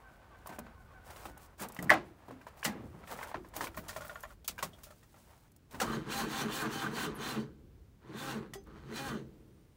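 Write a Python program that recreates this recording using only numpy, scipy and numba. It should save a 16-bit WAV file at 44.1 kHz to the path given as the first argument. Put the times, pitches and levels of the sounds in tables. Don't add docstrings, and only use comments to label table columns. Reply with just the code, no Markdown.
import sys
import numpy as np
from scipy import signal
from scipy.fft import rfft, irfft
from scipy.io import wavfile
from scipy.ndimage import uniform_filter1d
from numba import njit

SR = 44100
rng = np.random.default_rng(int(sys.argv[2]) if len(sys.argv) > 2 else 0)


def dump_mix(stems):
    frames = np.atleast_2d(stems).T
    limited = np.clip(frames, -1, 1)
    pcm = np.round(limited * 32767).astype(np.int16)
    wavfile.write(sys.argv[1], SR, pcm)


def voltage_ratio(level):
    return 10 ** (np.asarray(level, float) / 20)


N = 430416
T = np.arange(N) / SR


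def level(x, db):
    return x * voltage_ratio(db) / np.sqrt(np.mean(x ** 2))


@njit
def svf(x, hz, width):
    y, b, l = np.empty(len(x)), 0., 0.
    g, k = np.tan(np.pi * hz / SR), width / hz
    for i in range(len(x)):
        v = (b + g * (x[i] - l)) / (1 + g * (g + k))
        b, l, y[i] = 2 * v - b, l + 2 * g * v, k * v
    return y


def band(x, hz, width):
    return level(svf(svf(x, hz, width), hz, width), 0)


def colour(x, points):
    hz, db = np.transpose(points)
    log_f = np.log(np.maximum(np.arange(len(x) // 2 + 1) * SR / len(x), 1))
    curve = voltage_ratio(np.interp(log_f, np.log(hz), db))
    return level(irfft(rfft(x) * curve, len(x)), 0)


def walk(rate, count=N):
    k = int(SR / rate)
    held = np.repeat(rng.standard_normal(count // k + 1), k)
    return 1.55 * uniform_filter1d(uniform_filter1d(held, k), k)[:count]


def body(x, modes, sway_db=0):
    out = np.zeros(len(x))
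    for k, (hz, width, db) in enumerate(modes):
        gain = voltage_ratio(db + sway_db * walk(22, count=len(x)))
        out += (-1) ** k * gain * svf(x, float(hz), max(float(width), 4.0))
    return level(out, 0)


def grains(count, spread_db):
    size_db = spread_db * np.minimum(rng.exponential(size=count), 7)
    return level(rng.standard_normal(count) * voltage_ratio(size_db), 0)


def fade(t, t60):
    return np.exp(-np.log(1000) * t / max(t60, .004))


def ring(t, modes):
    y = np.zeros(len(t))
    for hz, db, t60 in modes:
        y += voltage_ratio(db) * fade(t, t60) * np.sin(2 * np.pi * (hz * t + rng.random()))
    y *= np.minimum(t / 0.0012, 1)
    return y / np.abs(y).max()


def spray(t, t60):
    tint_db = 3.5 * rng.standard_normal(4)
    points = [(900, -17.0), (2500, 2), (7000, 1), (16000, -6.5)]
    grit = colour(grains(len(t), 2.2), np.add(points, np.outer(tint_db, [0, 1])))
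    return grit * fade(t, t60) * np.minimum(t / 0.0029, 1)


def add(out, s, x):
    i = int(s * SR)
    out[i:i + len(x)] += x[:N - i]


def yard():
    # hz, level_db [dB per Hz]
    yard_curve = [(50, -4.5), (100, 2), (220, -4), (450, -11.5), (600, -16.5), (2000, -24.5), (8000, -32.5),
                  (15500, -36.5)]
    # time_s, level_db
    gusts = [(0, -67), (.65, -59.5), (1.3, -64), (2.8, -62), (3.9, -60), (5.6, -68), (5.87, -52.5),
             (6.1, -60.5), (9.0, -66.5), (9.12, -56), (9.76, -69)]
    s, db = np.transpose(gusts)
    gust_db = np.interp(T, s, db) + 2.2 * walk(5.5)
    wind = band(rng.standard_normal(N), 58., 60.) * voltage_ratio(gust_db)
    drift_db = .6 * walk(3)
    return colour(rng.standard_normal(N), yard_curve) * voltage_ratio(-65 + drift_db) + wind


def insect():
    # start_s, pitch_hz, width_hz
    trill = (9.38, 9000, 350)
    start, hz, width = trill
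    tone = band(rng.standard_normal(N), float(hz), float(width))
    return tone * voltage_ratio(-90.5 + 3.1 * walk(12)) * (T > start)


def geese():
    # start_s, length_s, pitch_hz, level_db
    honks = [(0.03, 0.079, 758, -62.5), (0.3, 0.086, 759, -66.5), (.47, 0.12, 759, -61),
             (.76, 0.086, 735, -67.5), (0.93, 0.077, 749, -61.5), (1.28, 0.098, 727, -68),
             (.02, 0.046, 1060, -60.5), (.3, 0.05, 1133, -60.5), (.75, 0.055, 1048, -63),
             (.9, 0.049, 1080, -61.5), (1.38, 0.12, 1107, -69)]
    harmonics_db = [1, 6, -12.5]
    arch, sag, roughness = .05, .07, .3
    out = np.zeros(N)
    for s, length, pitch_hz, db in honks:
        t = T[:int(length * SR)]
        swell = np.sin(np.pi * t / length)
        hz = pitch_hz * (1 + arch * (swell - .6) - sag * (t / length - .5))
        phase = 2 * np.pi * np.cumsum(hz) / SR
        voice = np.zeros(len(t))
        for k, harmonic_db in enumerate(harmonics_db):
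            if k == 0 or pitch_hz < 900:
                voice += voltage_ratio(harmonic_db) * np.sin((k + 1) * phase)
        hoarse = 1 + roughness * band(rng.standard_normal(9000), 70., 120.)[:len(t)]
        add(out, s, voltage_ratio(db) * voice * hoarse * swell)
    t = T[:16000]
    field = level(rng.standard_normal(len(t)) * fade(t, 1.0), -45.0)
    return out + signal.fftconvolve(out, field)[:N]


def scuffing():
    # start_s, hold_s, body_db, hiss_db
    drags = [(0, 1.54, -64, -79), (0.471, 0.093, -54.5, -64), (1.068, 0.23, -56, -61.5),
             (1.4, 0.062, -60.5, -66), (1.615, 0.02, -45.5, -44), (1.624, .03, -43.5, -55),
             (1.687, 0.22, -56.5, -69), (2.0, 1.7, -64.5, -77), (2.65, 0.43, -64.5, -75.5),
             (3.089, 0.22, -52.5, -58), (3.113, 0.024, -47, -50.5), (2.577, 0.095, -59.5, -63.5),
             (3.567, 0.1, -49, -50.5), (3.675, 0.655, -63.5, -67.5), (3.841, 0.29, -57, -62.5),
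             (4.505, 0.43, -67.5, -70), (4.943, 0.53, -74, -72), (5.16, 0.23, -67, -68.5),
             (5.73, 0.19, -53.5, -63)]
    attack_s, t60_s = 0.046, 0.12
    low = high = 0
    for s, hold, body_db, hiss_db in drags:
        swell = np.clip((T - s) / attack_s + 1, 0, 1) ** 2
        shape = swell * fade(np.maximum(T - s - hold, 0), t60_s)
        low = np.maximum(low, voltage_ratio(body_db) * shape)
        high = np.maximum(high, voltage_ratio(hiss_db) * shape)
    rustle = band(grains(N, 3.2), 730.0, 1200.0) * voltage_ratio(1.7 * walk(24.87))
    grit = colour(grains(N, 3.6), [(1500, -4.5), (3000, -5), (9000, -2.5), (15000, -8.5)])
    return low * rustle + high * grit * voltage_ratio(1.9 * walk(40))


def ticks():
    # time_s, peak_db
    bright = [(0.471, -33.5), (0.5895, -31.5), (1.3769, -42), (1.6025, -35), (1.62, -28.5), (1.6863, -34.5),
              (1.721, -37), (1.747, -37.5), (1.843, -37), (1.8254, -31), (1.895, -29), (1.9366, -32),
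              (2.6444, -25), (3.487, -49), (3.5646, -30.5), (3.7684, -36.5), (3.8825, -35), (4.08, -38),
              (4.206, -39.5), (4.2292, -39.5), (4.4785, -17), (4.6256, -38.5), (4.8341, -38.5),
              (5.5179, -52), (5.5628, -45.5), (8.6383, -57.5), (8.6702, -59)]
    out, t = np.zeros(N), T[:2000]
    for s, db in bright:
        add(out, s, voltage_ratio(db - 10.5) * band(grains(len(t), 1.5), 10000.0, 19000.0) * fade(t, .03))
    return out


def thuds():
    # time_s, peak_db, ring_hz
    blows = [(0.489, -48.5, 217), (0.583, -45.5, 223), (1.251, -48, 314), (1.605, -41.5, 208),
             (1.785, -35.5, 207.2), (1.824, -36.5, 188.5), (1.904, -30, 327.4), (2.282, -43.5, 259.6),
             (2.65, -33.5, 209.6), (2.749, -43.5, 318.4), (2.79, -44.5, 129.3), (2.835, -43, 79.4),
             (2.94, -45.5, 159.4), (4.49, -50, 170.3), (3.961, -48, 139.6), (3.107, -45, 200),
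             (3.346, -41, 342.6), (3.571, -43, 306), (3.615, -44, 323), (3.767, -42.5, 198),
             (4.63, -44, 144.4), (5.733, -41.5, 207), (5.82, -34.5, 221)]
    out, t = np.zeros(N), T[:20000]
    for s, db, hz in blows:
        panel = band(rng.standard_normal(len(t)), float(hz), 69.0)
        panel += band(rng.standard_normal(len(t)), 180.0, 340.0)
        add(out, s, voltage_ratio(db - 6.5) * panel * fade(t, 0.47) * np.minimum(t / 0.0061, 1))
    return out


def knocks():
    stones = [(0.459, -40, 961, -58), (0.492, -33, 680, -52), (0.524, -34, 725, -60),
              (0.585, -29, 603, -63), (0.665, -39, 720, -73), (1.103, -36, 820, -48),
              (1.16, -42.5, 606, -50.5), (1.254, -31.5, 770, -45.5), (1.371, -42, 810, -71),
              (1.595, -39, 1283, -48), (1.699, -46, 727, -68), (1.764, -39, 619, -51),
              (1.788, -33, 1950, -47.5), (1.826, -34.5, 655, -48)]
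    swing = [
        (2.283, -39.5, 723, -78),
        (2.308, -37.5, 495, -67),
        (2.412, -46, 1590, -64.5),
        (2.467, -35, 1013, -61),
        (2.632, -35, 1630, -46.5),
        (2.648, -19.5, 2040, -28),
    ]
    lean = [(3.037, -39, 1320, -70), (3.073, -39, 1830, -52), (3.114, -40, 887, -51),
            (3.189, -29.5, 1277, -65), (3.21, -29, 846, -65), (3.228, -27.5, 1540, -47.5),
            (3.29, -48, 828, -61), (3.314, -32, 880, -69), (3.343, -23, 1028, -72), (3.446, -40, 1010, -70),
            (3.537, -37, 990, -53), (3.564, -30, 615, -37.5), (3.608, -20, 947, -39.5),
            (3.64, -28, 1020, -38.5), (3.669, -31, 1454, -44)]
    lock = [(4.444, -49, 616, -50.5), (4.48, -32.5, 1330, -32), (4.588, -30, 1540, -44),
            (4.626, -22.5, 1098, -30.5), (5.029, -50.5, 1890, -64), (5.142, -45, 782, -68),
            (5.709, -56, 620, -53.5), (5.744, -32.5, 1025, -53.5), (5.8, -21, 1668, -31.5),
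            (5.815, -17, 783, -30), (8.535, -33.5, 1944, -43)]
    decays = [
        0.073,
        0.12,
        0.081,
        .1,
    ]
    out, t = np.zeros(N), T[:9000]
    for rows, t60 in zip((stones, swing, lean, lock), decays):
        for s, db, hz, crunch_db in rows:
            partials = [(hz * ratio, -5, .5 * t60) for ratio in rng.uniform(.6, 1.9, 4)]
            rings = ring(t, [(hz, 0, 0.66 * t60)] + partials)
            rattle = band(grains(len(t), 2.5), 840.0, 1400.0) * fade(t, 1.47 * t60)
            add(out, s, voltage_ratio(db - 6.0) * (rings + 0.34 * rattle) + voltage_ratio(crunch_db - 1.5) * spray(t, t60))
    return out


def snaps():
    # time_s, peak_db, ring_hz, crunch_db
    contacts = [(0.459, -37, 966, -60), (1.649, -37.5, 923, -60), (1.699, -40.5, 736, -60),
                (1.765, -33, 1970, -60), (2.283, -42, 708, -60), (2.308, -34.5, 1060, -60),
                (2.467, -32, 1005, -63), (2.482, -46, 735, -58), (2.572, -47, 1140, -60),
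                (2.593, -54, 791, -57), (2.629, -24.5, 1684, -55), (2.659, -24.5, 2070, -60),
                (2.679, -29, 923, -60), (2.719, -45, 891, -60), (3.096, -39, 1820, -60),
                (3.102, -36.5, 838, -60), (3.122, -33, 839, -60), (3.138, -33.5, 793, -60),
                (3.189, -29, 1313, -60), (3.229, -26, 1536, -60), (3.244, -33, 1320, -60),
                (3.291, -36, 956, -60), (3.344, -21, 978, -65), (3.357, -30.5, 1483, -63),
                (3.899, -33.5, 1490, -60), (4.161, -36, 1367, -67), (4.58, -31, 1580, -50),
                (5.824, -22.5, 1034, -60), (5.833, -24.5, 1500, -60), (5.844, -27, 1070, -60),
                (5.855, -28, 1020, -60), (8.759, -50, 1320, -72)]
    out, t, t60 = np.zeros(N), T[:4000], .014
    for s, db, hz, crunch_db in contacts:
        rings = ring(t, [(hz, 0, t60), (1.4 * hz, -5, .7 * t60), (.63 * hz, -9, 2.0 * t60)])
        add(out, s, voltage_ratio(db - 5.0) * rings + voltage_ratio(crunch_db) * spray(t, .05))
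    return out


def panels():
    # time_s, peak_db, ring_hz, t60_s
    hollow = [(1.912, -26, 760, .16), (1.935, -30, 690, .16), (1.765, -46, 2700, .03),
              (1.789, -33, 1944, .05), (2.66, -34, 1900, .12), (2.632, -36, 2900, .03),
              (4.632, -36, 560, .08), (4.447, -50, 3300, .07), (4.732, -54, 3300, .12),
              (8.925, -45.5, 1980, .08), (.472, -42, 1050, .04), (.511, -42, 900, .03)]
    out, t = np.zeros(N), T[:9000]
    for s, db, hz, t60 in hollow:
        modes = [(hz, 0, t60), (1.09 * hz, -3, .8 * t60), (.9 * hz, -5, 0.7 * t60)]
        add(out, s, voltage_ratio(db) * ring(t, modes))
    return out


def seat():
    # time_s, peak_db, crunch_db
    creaks = [(3.744, -45.5, -55), (3.773, -32, -40), (3.883, -42, -38.5), (3.891, -33.5, -39),
              (3.929, -43, -52), (3.962, -30.5, -41), (4.007, -40, -48), (4.02, -40, -54),
              (4.048, -39, -48.5), (4.095, -33, -51.5), (4.156, -36.5, -66), (4.235, -32, -66),
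              (4.305, -48, -61), (4.731, -55, -60), (4.784, -53, -64), (4.835, -51, -43), (4.869, -48, -62),
              (4.905, -46.5, -57.5)]
    # hz, level_db, share of decay
    frame = [(614, -2, 1.1), (1100, -2, .6), (1390, 0, .8), (1860, -2, .5), (2280, -10, .4),
             (3310, -12, .4)]
    out, t, t60 = np.zeros(N), T[:9000], 0.079
    for s, db, crunch_db in creaks:
        for lag_s, rebound_db in ((0, 3), (.017, -6)):
            modes = []
            for hz, mode_db, share in frame:
                detuned_hz = hz * (1 + .04 * rng.standard_normal())
                modes.append((detuned_hz, mode_db + 4 * rng.standard_normal(), share * t60))
            rattle = band(grains(len(t), 3.5), 1200.0, 1470.0) * fade(t, 0.9 * t60)
            add(out, s + lag_s, voltage_ratio(db - 3 + rebound_db) * (ring(t, modes) + 0.24 * rattle))
        add(out, s, voltage_ratio(crunch_db - 4.5) * spray(t, 1.6 * t60))
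    return out


def buckle_and_keys():
    # time_s, peak_db
    chimes = [
        (4.146, -52.5),
        (4.232, -48.5),
    ]
    # time_s, peak_db
    jingle = [
        (8.555, -39),
        (8.582, -46),
    ]
    # hz, level_db, t60_s
    key_modes = [(393, 0, .16), (781, -10, .14), (1943, -16, .12), (3295, -20, .1), (4980, -21, .14),
                 (6185, -18, .17)]
    out, t = np.zeros(N), T[:9000]
    for s, db in chimes:
        add(out, s, voltage_ratio(db) * ring(t, [(6850, 0, 0.068), (12800, -2.5, .07)]))
    for s, db in jingle:
        add(out, s, voltage_ratio(db) * ring(t, key_modes))
    return out


def latch():
    # time_s, peak_db
    hits = [
        (1.895, -9.5),
        (1.902, -0.5),
        (1.917, -15.5),
        (1.925, -14),
        (1.94, -20.5),
    ]
    # hz, level_db, t60_s
    striker = [(1540, -11, 0.075), (1760, 9, 0.013), (1969, 5, 0.024), (2222, -14, .04), (1190, -10, 0.017)]
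    # hz, width_hz, level_db
    door = [(619, 48, 2), (810, 29, 11), (1080, 54, -3.5), (1234, 35, -10), (1635, 56, -0.5),
            (1780, 37, -4), (1890, 66, -3.5), (2298, 10, -18.5), (3525, 120, -24.5)]
    out, t = np.zeros(N), T[:20000]
    for s, db in hits:
        crack = grains(len(t), 1.5) * fade(t, 0.048)
        add(out, s, voltage_ratio(db) * (0.6 * ring(t, striker) + 0.0488 * svf(crack, 4000., 7000.)))
    shake = grains(len(t), 2.5)
    skin = body(shake, door) + 1.2 * band(shake, 900., 1400.)
    blow_s = hits[1][0]
    add(out, blow_s, voltage_ratio(-22.0) * skin * (fade(t, 0.17) + 0.054 * fade(t, 0.48)))
    add(out, 2.655, voltage_ratio(-41.5) * skin[::-1] * fade(t, 0.35))
    return out


def belt():
    # start_s, length_s, from_hz, to_hz
    squeak = (7.14, .045, 12800, 9900)
    s, length, from_hz, to_hz = squeak
    out, t = np.zeros(N), T[:int(length * SR)]
    hz = to_hz + (from_hz - to_hz) * (1 - t / length) ** 2
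    rough = band(rng.standard_normal(len(t)), 500., 900.)
    tone = np.sin(2 * np.pi * np.cumsum(hz) / SR)
    add(out, s, voltage_ratio(-53.5) * rough * tone * np.sin(np.pi * t / length))
    return out


@njit
def teeth(hz, stretch, size):
    pulses, phase, p, k = np.zeros(len(hz) + 1), np.empty(len(hz)), 0., 0
    for i in range(len(hz)):
        step = hz[i] * stretch[k] / SR
        p += step
        if p >= 1:
            p, k = p - 1, k + 1
            pulses[i] += size[k] * p / step
            pulses[i + 1] += size[k] * (1 - p / step)
        phase[i] = p
    return pulses[:-1], phase


def crank(start, release, first_hz, swell):
    # fastest_s, top_hz, slowest_s, low_hz [mesh rates], effort_db
    strokes = [
        (5.9, 229.3, 6.04, 145, 0),
        (6.163, 268.1, 6.275, 199.6, 0.5),
        (6.366, 265.6, 6.475, 195.4, 0),
        (6.57, 266.5, 6.685, 198, 0.5),
        (6.78, 267.9, 6.9, 201.6, -0.5),
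        (7.0, 255, 7.14, 143.2, 0),
        (7.272, 256.7, 7.75, 118.9, -1),
        (8.245, 271.5, 8.62, 120.2, -3),
        (9.018, 274.7, 9.5, 125.9, -2.5),
    ]
    # level_db at the loudest rate, that rate_hz, loss below and above it [dB per Hz],
    # gain on slowing [dB per kHz/s]
    loudness = [
        (-38, 204.4, 0.15, 0.14, 2),
        (-46, 229.3, 0.3, 0.12, 5),
        (-41.5, 254, 0.19, .01, 0.5),
    ]
    coast_loss = [
        36,
        85,
        90,
    ]
    stall_loss = [
        13,
        22.5,
        33,
    ]
    surge_s, dwell_s, sag_s, coast_s = .19, .04, .24, 0.48
    t = T[int(start * SR):int((release + coast_s) * SR)]
    rows = [row for row in strokes if start < row[0] < release]
    turns = [(start, first_hz)]
    for fast, top_hz, slow, low_hz, _ in rows:
        last_s, last_hz = turns[-1]
        turns.append((max(last_s, fast - surge_s), last_hz))
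        turns += [(fast - dwell_s, .98 * top_hz), (fast + dwell_s, top_hz)]
        turns.append((min(slow, fast + sag_s), low_hz))
    hz = uniform_filter1d(np.interp(t, *np.transpose(turns)), size=1000)
    slope = uniform_filter1d(np.gradient(hz), size=1000) * SR / 1000
    slowing = np.clip(-slope, -1, 1)
    effort_db = np.interp(t, *np.transpose(rows)[[0, 4]])
    edge = np.minimum(np.minimum((t - start) / swell, (t[-1] - t) / 0.046), 1)
    levels_db = []
    for (db, best_hz, below, above, load), coast, stall in zip(loudness, coast_loss, stall_loss):
        too_slow = np.minimum(below * np.maximum(best_hz - hz, 0), stall)
        too_fast = above * np.maximum(hz - best_hz, 0)
        run_out = coast * np.maximum(t - release, 0)
        levels_db.append(db - too_slow - too_fast + load * slowing + effort_db - run_out)
    return t, hz, edge, effort_db + 22 * np.minimum(slowing, .1), levels_db


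def mesh_whine(hz, effort_db):
    # harmonic, level_db
    whine_harmonics = [(1, -12), (2, -9), (3, -3), (4, -7), (5, -5), (6, -4), (7, -8), (9, -14), (11, -14),
                       (13, -16), (16, -17)]
    turn = 2 * np.pi * np.cumsum(hz) / SR
    whine = np.zeros(len(hz))
    for k, db in whine_harmonics:
        whine += voltage_ratio(db + 3 * walk(25, count=len(hz))) * np.sin(k * turn)
    whine = svf(whine, 803., 45.) + .6 * whine
    return whine * voltage_ratio(-45.5 + effort_db) * np.clip((hz - 205) / 60, 0, 1) ** 1.5


def starter():
    # bite_s, release_s, first_hz [mesh rate], swell_s
    tries = [
        (5.83, 7.411, 200, 0.0088),
        (7.993, 8.47, 110.2, 0.096),
        (8.655, 9.197, 114.8, 0.02),
    ]
    chatter_levels = [
        -51.5,
        -56,
        -60,
    ]
    # hz, width_hz, level_db
    cab = [(129, 10.58, 2.5), (146.3, 51, -3), (221, 11, 2.5), (311.5, 29, -2.5), (433, 56, -7),
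           (540, 61, -15.5)]
    housing_modes = [(634, 46, -19), (809, 24, -1.5), (1060, 140, -5), (1198, 90, 4.5), (1540, 76, 1.5),
                     (1730, 16, 1.5), (1927, 30, -5.5)]
    gears = [(2440, 19, -9), (2794, 45, -8), (3074, 35, -6.5), (3545, 40, -3.5), (4080, 45, -9.5),
             (4410, 30, -7), (4510, 23, -9), (4900, 55, -14), (5615, 34, -16), (5990, 60, -9),
             (6520, 49, -13)]
    # hz, level_db [dB per Hz]
    grind_curve = [(1060, -8.5), (1800, -1.5), (2020, -8.5), (4090, -4.5), (5210, -10.5), (6180, -9),
                   (8320, -9.5), (15500, -18)]
    out = np.zeros(N)
    chance = rng.standard_normal((N // 100, 2)).T
    for turn_key, chatter_db in zip(tries, chatter_levels):
        release = turn_key[1]
        t, hz, edge, effort_db, (boom_db, housing_db, grind_db) = crank(*turn_key)
        pulses, phase = teeth(hz, 1 + .011 * chance[0], voltage_ratio(3 * chance[1]))
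        pulses = level(pulses - pulses.mean(), 0) * np.clip((hz - 170) / 90, .15, 1)
        scrape = level(grains(len(t), 1.6) * (.5 + np.exp(-phase / 0.26)), 0)
        boom = body(pulses + .9 * scrape, cab)
        whine = mesh_whine(hz, effort_db)
        ringing = .8 * pulses + scrape
        housing = body(ringing, housing_modes, sway_db=3.0)
        housing = level(housing + 0.46 * band(ringing, 980.0, 1500.), 0)
        gear_ring = body(scrape + 0.4 * pulses, gears, sway_db=3.0)
        grind = level(colour(scrape, grind_curve) + 0.55 * gear_ring, 0)
        hiss = grind - svf(grind, 1670.0, 4500.0)
        gear_flicker = voltage_ratio(1.5 * walk(35)[:len(t)])
        hiss_flicker = voltage_ratio(1.5 * walk(35)[:len(t)])
        grind = (grind - hiss) * gear_flicker + hiss * hiss_flicker * voltage_ratio(0.6 * (grind_db + 36.5))
        rap_db = chatter_db + .06 * (hz - 170) + 1.6 * walk(30, count=len(t))
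        rap_db = rap_db - 170 * np.maximum(t - release + .03, 0)
        chatter = band(scrape * grains(len(t), 1.5), 1100., 1100.) * voltage_ratio(rap_db)
        motor = voltage_ratio(boom_db) * boom + voltage_ratio(housing_db) * housing + voltage_ratio(grind_db) * grind
        add(out, t[0], edge * (chatter + motor + whine))
    return out


def scene():
    outside = yard() + insect() + geese()
    contacts = scuffing() + ticks() + thuds() + knocks() + snaps() + panels()
    cabin = seat() + buckle_and_keys() + latch()
    return (outside + contacts + cabin + belt() + starter())[None]


def top_cut(x):
    return signal.sosfilt(signal.butter(12, 16990, fs=SR, output="sos"), x)


def record(dry):
    # hz, gain_db
    tone_curve = [(20, -9.5), (40, 2.5), (12000, 0.5), (14800, 5.5), (15700, 8), (16100, -23.5), (16900, -19.5),
                  (17100, -63.5)]
    mix = colour(dry[0], tone_curve)[None] * np.std(dry)
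    return top_cut(mix)


dry = scene()
out = record(dry)
dump_mix(out)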